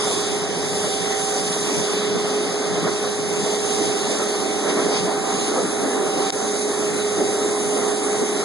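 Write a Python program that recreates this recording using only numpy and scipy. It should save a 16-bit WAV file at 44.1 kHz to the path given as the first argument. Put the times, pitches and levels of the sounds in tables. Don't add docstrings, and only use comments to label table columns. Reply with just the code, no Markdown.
import sys
import numpy as np
from scipy import signal
from scipy.fft import rfft, irfft, next_fast_len
from scipy.io import wavfile
from scipy.ndimage import uniform_filter1d, map_coordinates

SR = 44100
rng = np.random.default_rng(int(sys.argv[2]) if len(sys.argv) > 2 else 0)


def unload_wav(signal):
    wavfile.write(
        sys.argv[1],
        SR,
        np.round(np.clip(np.atleast_2d(signal).T, -1, 1) * 32767).astype(np.int16),
    )


N = 372204
T = np.arange(N) / SR


def amp(db):
    return 10 ** (np.asarray(db) / 20)


def unit(x):
    return x / np.sqrt(np.mean(x ** 2) + 1e-20)


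def along(points, hz):
    point_hz, values = np.transpose(points)
    return np.interp(np.log(hz + 1), np.log(point_hz + 1), values)


def curve(rows):
    times, levels = np.transpose(rows)
    return np.interp(T, times, levels)


def swells(rows):
    times, lengths, *db_columns = np.transpose(rows)
    bells = 0.5 ** ((2 * (T - times[:, None]) / lengths[:, None]) ** 2)
    return np.array(db_columns) @ bells


def wobble(rate):
    knots = rng.standard_normal(int(N * rate / SR) + 4)
    return map_coordinates(knots, [T * rate])


def filtered(x, response):
    size = next_fast_len(N + SR // 2)
    spectrum = rfft(x, size) * response(np.fft.rfftfreq(size, 1 / SR))
    return irfft(spectrum, size)[..., :N]


def turbulence(patchy_db):
    cells = signal.stft(rng.standard_normal((2, N)), nperseg=512)[2]
    patches = uniform_filter1d(rng.standard_normal(cells.shape[1:]), size=6, axis=0)
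    patches = uniform_filter1d(patches, size=16, axis=1)
    noise = signal.istft(cells * amp(patchy_db * unit(patches)), nperseg=512)[1]
    return unit(noise[:, :N])


def drops(rate):
    return unit((rng.random(N) < rate / SR) * rng.standard_normal((2, N)))


# (frequency [Hz], side over mid [dB])
PORT_WIDTH = [(50, -6), (110, 10), (170, 1), (270, -10.5), (450, -4), (750, -8.5), (1050, -26), (1700, 13),
              (2400, 1.5), (9500, 0)]


def at_ports(pair, spectrum):
    def response(hz):
        side_gain = amp(along(PORT_WIDTH, hz))
        return amp(along(spectrum, hz)) * np.array([np.ones_like(hz), side_gain])
    mid, side = filtered(pair, response)
    return np.array([mid + side, mid - side]) / np.std(mid)


def hum(hz, tones, drift, waver_db):
    turn = 2 * np.pi * hz * np.cumsum(1 + drift * wobble(5)) / SR
    ports = np.array([[.5], [-.5]])
    out = np.zeros((2, N))
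    for multiple, db, lean_db, lead in tones:
        waver = waver_db * np.array([wobble(2.84), wobble(2.89)])
        gain = amp(db + ports * lean_db + waver)
        out += gain * np.sin(round(multiple) * turn + ports * lead)
    return np.sqrt(2) * out


# (multiple of rotation, relative level [dB], left over right [dB], left lead [rad])
DRONE_TONES = [(1, 0, 3.7, 3.25)]
DRONE_HZ, DRONE_DB = 111.2, -50


def drone():
    return amp(DRONE_DB) * hum(DRONE_HZ, DRONE_TONES, drift=0.0011, waver_db=3.0)


# (multiple of rotation, relative level [dB], left over right [dB], left lead [rad])
MOTOR_TONES = [(1, -3, -8.5, 0.21), (2, 0.16, -10, 1), (4, -15, -5, 0)]
MOTOR_HZ, MOTOR_DB = 387.68, -36.5


def motor():
    return amp(MOTOR_DB) * hum(MOTOR_HZ, MOTOR_TONES, drift=0.00066, waver_db=3.0)


# (multiple of rotation, relative level [dB], left over right [dB], left lead [rad])
PUMP_TONES = [(1, -15, -3, -.5), (2, 0.5, -3, .2), (3, -15, -7, -.6), (4, -20, -3, -.4), (6, -23, 0, 0),
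              (7, -26, 0, 0), (9, -23.5, -1, -.7), (10, -19, -3, -1.7), (12, -26, 0, -3)]
# (time [s], level [dB])
PUMP_LEVEL = [(0, -30), (1.8, -29.5), (2.4, -27.5), (3.6, -27.5), (4.1, -29.5), (5.7, -29), (6.1, -30.5),
              (7.1, -26.5), (8.44, -27.5)]
PUMP_HZ = 208.68
PUMP_SWING_DB, PUMP_SWINGS_PER_S = .7, 6


def pump():
    level_db = curve(PUMP_LEVEL) + PUMP_SWING_DB * wobble(PUMP_SWINGS_PER_S)
    return amp(level_db) * hum(PUMP_HZ, PUMP_TONES, drift=0.0012, waver_db=.8)


# (time [s], churning level [dB])
TANK_STIR = [(0, -31.5), (1.5, -33.5), (2.15, -30.5), (3.3, -32.5), (4.1, -29), (5.0, -29.5), (5.9, -28),
             (6.5, -30.5), (7.15, -30), (7.8, -30.5), (8.44, -30)]
# (time [s], length at half height [s], extra churning [dB], extra splashing [dB])
GULPS = [(1.92, 0.087, 3, 4), (2.16, 0.054, 9, 1), (2.77, .09, 6, 3.5), (2.875, .045, 5, 7),
         (3.81, 0.078, 7.5, 1), (4.21, 0.043, 0.5, 2.5), (4.68, 0.064, 0, 7), (4.79, 0.041, 1, 6),
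         (4.93, 0.13, 1.5, 4), (5.09, 0.061, 0, 5), (5.27, 0.041, 1.5, 1), (5.58, .06, 2.5, 6.5),
         (5.83, 0.086, 3, 3), (6.97, 0.041, 2.5, -1), (7.21, 0.046, 5, 2), (8.22, .04, 6, 0)]
# (time [s], length at half height [s], extra boom [dB])
HEAVES = [(1.5, 0.041, 6), (2.75, .05, 6), (2.85, 0.07, 14.5), (3.43, 0.078, 11.5), (4.68, .07, 7.5),
          (4.87, .06, 6.5), (5.0, 0.11, 8), (7.68, 0.087, 5)]
# (frequency [Hz], relative level per Hz [dB])
BOOM_SPECTRUM = [(25, -56), (55, -28), (90, -20.5), (135, -9), (175, 2), (200, 2), (260, -15), (700, -88)]
CHURN_SPECTRUM = [(50, -88), (150, -25), (200, -7.5), (235, -2), (275, 3.5), (360, 0), (405, 4.5),
                  (470, -6.5), (700, -36), (2000, -90)]
SPLASH_SPECTRUM = [(60, -90), (330, -8), (460, 0), (550, -1.5), (640, -.5), (800, -2), (950, -5),
                   (1100, -4), (1300, -5.5), (1500, -11), (1900, -22), (4000, -90)]
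PATTER_SPECTRUM = [(600, -60), (1400, -5), (1600, -1.5), (1850, -1), (2050, -1.5), (2200, -5), (2400, -14),
                   (3000, -35), (6000, -90)]
SLOSH_PER_S, SLOSH_DB = 15, 1.07
BOOM_DB, BOOM_FADE_DB_PER_S, BOOM_SWING_DB = -41, 0.5, 2.5
SPLASH_DB, SPLASH_FOLLOWS = -29.5, 0.4
PATTER_DB, PATTER_FOLLOWS = -40.5, 0.45


def tank():
    stir_db = curve(TANK_STIR)
    gulp_churn_db, gulp_splash_db = swells(GULPS)
    heave_db, = swells(HEAVES)
    slosh_db = SLOSH_DB * wobble(SLOSH_PER_S)
    surge_db = wobble(32)

    boom_db = BOOM_DB - BOOM_FADE_DB_PER_S * T + heave_db + BOOM_SWING_DB * wobble(SLOSH_PER_S)
    boom = amp(boom_db + surge_db) * at_ports(turbulence(patchy_db=0.9), BOOM_SPECTRUM)

    churn_db = stir_db + slosh_db + gulp_churn_db
    churn = amp(churn_db + 0.29 * surge_db) * at_ports(turbulence(patchy_db=1.24), CHURN_SPECTRUM)

    stirring_db = stir_db - stir_db.mean() + slosh_db
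    splash_db = SPLASH_DB + SPLASH_FOLLOWS * stirring_db + gulp_splash_db
    splash_water = turbulence(patchy_db=1.8) + amp(-10.0) * drops(rate=610)
    splash = amp(splash_db + 0.61 * surge_db) * at_ports(splash_water, SPLASH_SPECTRUM)

    patter_db = PATTER_DB + PATTER_FOLLOWS * (splash_db - SPLASH_DB)
    patter_water = turbulence(patchy_db=2.0) + amp(-8.5) * drops(rate=900)
    patter = amp(patter_db + .5 * surge_db) * at_ports(patter_water, PATTER_SPECTRUM)
    return boom + churn + splash + patter


def ring(hz, width_hz):
    pole = np.exp(-np.pi * 1.56 * width_hz / SR)
    noise = rng.standard_normal((2, 2, N))
    in_phase, quadrature = signal.lfilter([1], [1, -2 * pole, pole ** 2], noise)
    turn = 2 * np.pi * hz * np.cumsum(1 + .006 * wobble(5)) / SR
    mid, side = unit(in_phase * np.cos(turn) + quadrature * np.sin(turn))
    return np.array([mid + side, mid - side])


def reflected(x, db, count):
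    delays = rng.uniform(.003, .014, (2, count))
    echoes = np.zeros_like(x)
    for port in range(2):
        for delay in delays[port]:
            echoes[port] += np.roll(x[port], round(delay * SR))
    return (x + amp(db) * echoes) / np.sqrt(1 + count * amp(db) ** 2)


# (time [s], level [dB])
BITE = [(0.0, -31.5), (0.2, -32.5), (0.45, -37.2), (0.8, -33.5), (1.55, -34), (1.83, -31.5), (2.15, -34),
        (2.72, -35.8), (2.86, -33.5), (3.25, -37), (3.5, -33), (4.1, -32), (4.6, -34.5), (5.05, -34),
        (5.18, -38), (5.42, -30.9), (5.6, -36.5), (6.0, -37), (6.29, -32), (6.34, -36.9), (7.4, -36),
        (8.44, -35.5)]
# (time [s], length at half height [s], extra level [dB])
FLARES = [(4.7, 0.03, 6.5), (4.96, 0.08, 6.5)]
# (time [s], level [dB])
SPRAY_LEVEL = [(0.0, -30), (0.08, -28.5), (0.3, -33), (0.5, -36), (0.8, -30), (1.1, -32.5), (1.25, -30.1),
               (1.85, -31.1), (2.12, -38), (2.3, -34.5), (2.75, -37), (3.1, -34.5), (3.25, -36.4),
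               (3.4, -33.5), (3.8, -31.5), (4.3, -33.5), (5.0, -35), (5.18, -36.5), (5.42, -32.5),
               (5.6, -35), (6.8, -34.5), (7.4, -34.5), (7.75, -34), (8.44, -35)]
# (frequency [Hz], relative level per Hz [dB])
CUT_SPECTRUM = [(1200, -60), (2000, -16), (2400, -10), (2750, -14), (3400, -12), (4400, -10), (5400, -12.5),
                (6200, -11.5), (9000, -60)]
SPRAY_SPECTRUM = [(3500.0, -57), (5300.0, -13), (6000.0, -12), (7000.0, -8.5), (8000.0, -8.1), (8800.0, -9),
                  (10300.0, -6), (11000.0, -9), (11600.0, -60.0)]
# (frequency [Hz], width [Hz], level halfway [dB], level slope [dB per s])
RINGS = [(3090, 420, -44.5, -0.4), (3477, 370, -44, -1.54), (3833, 235, -42, 0.42),
         (4965, 510.0, -41.5, -1.06), (6130, 240, -39.5, -0.1), (6470.0, 430, -39, 0.6),
         (7340, 190.0, -47.5, -0.5), (7640.0, 300, -46.5, 1.8), (9430, 290, -45, 0.4),
         (9920, 470.0, -44, 1.55)]
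RING_SPLIT_HZ, RING_FOLLOWS = 5500, 0.75
RING_SWING_DB = 1.5


def jet():
    bite_db = curve(BITE) + swells(FLARES)[0]
    spray_db = curve(SPRAY_LEVEL)

    cut_water = turbulence(patchy_db=2.0) + amp(-10) * drops(rate=2500)
    cut = amp(bite_db) * at_ports(cut_water, CUT_SPECTRUM)
    spray_water = turbulence(patchy_db=1.8) + amp(-10) * drops(rate=4000)
    spray = amp(spray_db) * at_ports(spray_water, SPRAY_SPECTRUM)

    hiss = cut + spray
    for hz, width_hz, db, db_per_s in RINGS:
        drive_db = bite_db if hz < RING_SPLIT_HZ else spray_db
        level_db = db + db_per_s * (T - T.mean()) + RING_FOLLOWS * (drive_db - drive_db.mean())
        hiss += amp(level_db + RING_SWING_DB * wobble(5)) * ring(hz, width_hz)
    sputter_db = .5 * wobble(34)
    return amp(sputter_db) * reflected(hiss, db=-22, count=8)


# (frequency [Hz], left over right [dB])
WATER_LEAN = [(60, 1.5), (130, 5), (300, -1), (670, -3), (1100, 0), (1900, -3), (2700, 0), (3400, -2),
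              (4200, 0), (4900, 2.5), (5500, 0), (6100, -3), (6800, -1), (10000, -.5)]


def water():
    return filtered(tank() + jet(), lambda hz: amp(np.outer([.5, -.5], along(WATER_LEAN, hz))))


TICK_S = 6.304


def tick():
    u = (T - TICK_S) / .00005
    spike = (1 - u ** 2) * np.exp(-u ** 2 / 2)
    return spike * np.array([[1.25], [0]])


# (time after the tick [s], level [dB])
DIP = [(0, 0), (.002, -7), (.007, -16), (.0185, -17), (.0195, -2), (.12, 0)]


def scene():
    dip_db = np.interp(T - TICK_S, *np.transpose(DIP))
    return (drone() + motor() + pump() + water()) * amp(dip_db) + tick()


# (notch [Hz], frequency above it where mid and side are even [Hz])
NOTCHES = [(0, 700), (1400, 2200), (2800, 3360), (4220, 5030), (5540, 6000), (6820, 7580), (8220, 8930),
           (9690, 10400), (11020, 11700)]
# (frequency [Hz], exponent)
NOTCH_STEEPNESS = [(1400, 1.5), (2800, 2.3), (4000, 1.6), (5500, 1.9), (8200, 1.35), (10000, 1.4)]
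LOW_CUT_HZ, TOP_HZ = 45, 11020


def record(dry):
    def widen(hz):
        feed = .99 * np.clip((hz - 700) / 500, 0, 1)
        quarter_turns = np.interp(hz, np.ravel(NOTCHES), np.arange(np.size(NOTCHES)))
        echo = feed * np.exp(-1j * np.pi / 2 * quarter_turns)
        combs = np.abs([1 - echo, 1 + echo]) ** along(NOTCH_STEEPNESS, hz)
        level = np.sqrt(2 + 2 * feed ** 2) / (1 + feed)
        return combs / np.linalg.norm(combs, axis=0) * level

    def microphone(hz):
        return hz ** 2 / (hz ** 2 + LOW_CUT_HZ ** 2) * (hz < TOP_HZ)

    mid_side = np.array([dry[0] + dry[1], dry[0] - dry[1]]) / 2
    mid, side = filtered(mid_side, widen)
    return filtered(np.array([mid + side, mid - side]), microphone)


dry = scene()
out = record(dry)
unload_wav(out)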